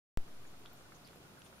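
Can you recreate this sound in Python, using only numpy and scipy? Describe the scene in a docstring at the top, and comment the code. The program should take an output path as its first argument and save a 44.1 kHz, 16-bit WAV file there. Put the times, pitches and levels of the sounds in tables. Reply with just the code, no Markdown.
"""First comes a pop as the microphone switches on, a moment late, in a quiet room.
Close by, a cat licks a second cat in a fleece bed. Its tongue and lips make tiny wet ticks
and duller smacks as small pockets of air ring, and the tongue rasps faintly through fur.
The bed gives two soft bumps. All of it is barely louder than the room's hum and hiss."""
import sys
import numpy as np
from scipy.fft import rfft, irfft, next_fast_len
from scipy.io import wavfile

SR = 44100
rng = np.random.default_rng(int(sys.argv[2]) if len(sys.argv) > 2 else 0)


def master_out(mix):
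    """Clip the mix to full scale and print it as 16-bit PCM to the path in sys.argv[1]."""
    frames = np.transpose(np.atleast_2d(mix))
    ceiling = np.clip(frames, -1, 1)
    pcm = np.round(ceiling * 32767).astype(np.int16)
    wavfile.write(sys.argv[1], SR, pcm)


N = 70560
T = np.arange(N) / SR

# Wet ticks of the tongue (time [s], final pitch [Hz], level [dB], time to fade by 60 dB [s],
# overtone level against the main note [dB], starting pitch [times the final pitch])
TONGUE_TICKS = [(0.6597, 3350, -37.5, 0.0048, -20, 1.15), (1.0752, 4800, -43.5, 0.003, 3, 1.3),
                (1.087, 2400, -49, 0.0036, -4, 1.1), (1.1318, 1400, -43, .004, -9, 1.1),
                (1.1596, 635, -45.5, 0.0064, -6, 1.8), (1.4194, 2550, -41, 0.0038, -4, 2.2)]
# Smacks of the mouth (time [s], pitch [Hz], level [dB])
MOUTH_SMACKS = [(.279, 1220, -53), (.452, 1770, -56.5), (.539, 1260, -54.5), (.654, 1390, -49),
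                (.809, 1210, -53), (.921, 1370, -49), (1.527, 1330, -50), (1.582, 1700, -55.5)]
# Rasps of the tongue over fur (time [s], length [s], pitch [Hz], width [octaves], level [dB])
FUR_RASPS = [(0.462, .04, 6730, 0.072, -72), (.588, 0.022, 12900, 0.17, -71.5),
             (.664, 0.021, 3470, 0.12, -62), (0.703, 0.056, 1410, 0.077, -68.5),
             (.726, 0.03, 13600, .1, -67), (0.757, 0.076, 7050, 0.31, -71.5),
             (0.847, 0.039, 1470, 0.054, -68), (0.943, .03, 6170, 0.15, -65.5),
             (1.046, 0.023, 4600, .09, -62.5), (1.056, 0.069, 2800, 0.64, -66.5),
             (1.154, .014, 13300, 0.14, -68), (1.234, 0.052, 1440, 0.033, -65.5),
             (1.362, 0.091, 1500, 0.099, -64), (1.388, 0.022, 10800, .07, -68),
             (1.438, 0.036, 9160, 0.11, -64), (1.456, .02, 3000, 0.24, -63), (1.446, 0.056, 6000, .3, -71),
             (1.508, .014, 13500, .1, -72), (1.56, .022, 10600, .06, -70.5)]
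# Soft bumps as the cat shifts in the bed (time [s], length [s], pitch [Hz], level [dB])
BED_BUMPS = [(1.15, 0.099, 300, -63), (1.298, 0.043, 150, -59.5)]
# Hums of household machines (pitch [Hz], width [octaves], level [dB])
MACHINE_HUMS = [(59.3, .015, -77.5), (132.6, 0.077, -73), (723, 0.0043, -80), (1440, 0.033, -81.5),
                (3570, 0.001, -94.5)]
# Tone colour of the room's rumble and hiss (frequency [Hz], relative level [dB])
RUMBLE_COLOUR = [(25, -13), (45, -7), (85, -6), (125, -1.5), (200, -4), (300, -6), (420, -7.5), (680, -9.5),
                 (1000, -12), (1350, -11.5), (1900, -22.5), (2600, -49)]
HISS_COLOUR = [(900, -19.5), (1800, 0.5), (2500, 1.5), (3500, 0), (5000, -2.5), (7000, -5), (10000, -6.5),
               (13500, -9), (15500, -14.5)]
# How alike each sounds on the left and right (frequency [Hz], likeness [-1 to 1])
RUMBLE_LIKENESS = [(60, 0.94), (130, 0.93), (290, 0.68), (640, 0.5), (1410, 0.047)]
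HISS_LIKENESS = [(1500, -0.13), (3100, -0.34), (7000, -0.12), (15000, 0.081)]


def tongue_ticks():
    """The tongue leaves a wet surface: a tiny air pocket rings and drops in pitch as it opens."""
    rise_s, overtone_ratio = 0.0001, 2.23
    out = np.zeros(N)
    for start_s, hz, db, fade_s, overtone_db, start_ratio in TONGUE_TICKS:
        note = ring(start_s, hz, rise_s, fade_s, start_ratio, glide_s=0.00018)
        overtone = ring(start_s, hz * overtone_ratio, rise_s, fade_s / 2)
        out += gain(db) * (note + gain(overtone_db) * overtone)
    return out


def mouth_smacks():
    """The mouth opens: a lower, longer ring with a wisp of wet noise."""
    rise_s, spit_db = 0.00017, -6
    out = np.zeros((2, N))
    for start_s, hz, db in MOUTH_SMACKS:
        note = ring(start_s, hz, rise_s, fade_s=0.014)
        spit = burst(start_s, rise_s, fade_s=0.05) * noise_band(hz, octaves=0.48, spread=1.0)
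        out += gain(db) * (note + gain(spit_db) * spit)
    return out


def fur_rasps():
    """Hairs slip off the tongue's tiny hooks in short, grainy swells."""
    slips_per_s, flicker_db = 922, 4
    out = np.zeros((2, N))
    for start_s, length_s, hz, octaves, db in FUR_RASPS:
        slip_sizes = np.interp(T * slips_per_s, np.arange(N), rng.standard_normal(N))
        grain = normalise(gain(flicker_db * slip_sizes))
        loudness = gain(db) * swell(start_s, length_s, peak_share=0.28)
        out += loudness * grain * noise_band(hz, octaves, spread=0.68)
    return out


def bed_bumps():
    """The fleece gives with a dull bump as the cat lifts its head."""
    out = np.zeros((2, N))
    for start_s, length_s, hz, db in BED_BUMPS:
        loudness = gain(db) * swell(start_s, length_s, peak_share=0.3)
        out += loudness * noise_band(hz, octaves=0.37, spread=0.22)
    return out


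def quiet_room():
    """Household machines hum faintly over a steady low rumble and a wide hiss."""
    hums = sum(gain(db) * noise_band(hz, octaves, spread=0.42) for hz, octaves, db in MACHINE_HUMS)
    rumble = gain(-60) * steady_noise(RUMBLE_COLOUR, RUMBLE_LIKENESS)
    hiss = gain(-64) * steady_noise(HISS_COLOUR, HISS_LIKENESS)
    return hums + rumble + hiss


def ring(start_s, hz, rise_s, fade_s, start_ratio=1, glide_s=1):
    """A fading note whose pitch slides from start_ratio times hz to hz."""
    age = np.maximum(T - start_s, 0)
    glide = (start_ratio - 1) * glide_s * (1 - np.exp(-age / glide_s))
    return burst(start_s, rise_s, fade_s) * np.sin(2 * np.pi * hz * (age + glide))


def burst(start_s, rise_s, fade_s):
    """A quick rise, then a fall of 60 dB every fade_s."""
    age = np.maximum(T - start_s, 0)
    return (1 - np.exp(-age / rise_s)) * np.exp(-np.log(1000) * age / fade_s)


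def swell(start_s, length_s, peak_share):
    """A rounded rise and fall, highest at peak_share of its length."""
    progress = np.maximum(T - start_s, 0) / (length_s * peak_share)
    return progress * np.exp(1 - progress)


def noise_band(hz, octaves, spread):
    """Stereo noise around one pitch; spread 0 puts it in the centre."""
    hill = lambda f: np.exp(-0.5 * (np.log2((f + 1) / hz) / octaves) ** 2)
    middle, side = filtered(rng.standard_normal((2, N)), hill)
    return normalise(middle + spread * np.array([side, -side]))


def steady_noise(colour, likeness):
    """Stereo noise with a given tone colour and left-right likeness."""
    def response(hz):
        angle = np.arccos(np.clip(look_up(likeness, hz), -1, 1)) / 2
        return gain(look_up(colour, hz)) * [np.cos(angle), np.sin(angle)]
    middle, side = filtered(rng.standard_normal((2, N)), response)
    return normalise(np.array([middle + side, middle - side]))


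def filtered(sound, response):
    """Turn each frequency up or down by response(frequency)."""
    size = next_fast_len(N + SR // 2)
    hz = np.fft.rfftfreq(size, 1 / SR)
    return irfft(rfft(sound, size) * response(hz), size)[..., :N]


def look_up(table, hz):
    """Read between a table's rows, with octaves evenly spaced."""
    frequencies, values = np.transpose(table)
    return np.interp(np.log(hz + 1), np.log(frequencies + 1), values)


def gain(db):
    """Turn decibels into a multiplier."""
    return 10 ** (np.asarray(db) / 20)


def normalise(sound):
    """Scale to an average strength (rms) of 1."""
    return sound / np.sqrt(np.mean(sound ** 2) + 1e-20)


def scene():
    """The licking cat in the quiet room."""
    return tongue_ticks() + mouth_smacks() + fur_rasps() + bed_bumps() + quiet_room()


def record(dry):
    """The microphone pops on as its voltage jumps and settles; it misses parts of the treble."""
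    on_s, fast_s, slow_s = 0.1738, 0.043, 0.23
    pop_db, lean_left_db = -24.5, 0.77
    gap_hz, gap_width_hz, gap_depth, top_hz = 7950, 183, 0.83, 15750
    age = np.maximum(T - on_s, 0)
    settling = (slow_s * np.exp(-age / fast_s) - fast_s * np.exp(-age / slow_s)) / (slow_s - fast_s)
    pop = -gain(pop_db + lean_left_db * np.array([[1], [-1]])) * settling
    live = (T >= on_s) * (dry + pop)
    narrow_gap = lambda hz: 1 - gap_depth * np.exp(-((hz - gap_hz) / gap_width_hz) ** 2)
    top_cut = lambda hz: 1 / (1 + (hz / top_hz) ** 200)
    return filtered(live, lambda hz: narrow_gap(hz) * top_cut(hz))


dry = scene()
out = record(dry)
master_out(out)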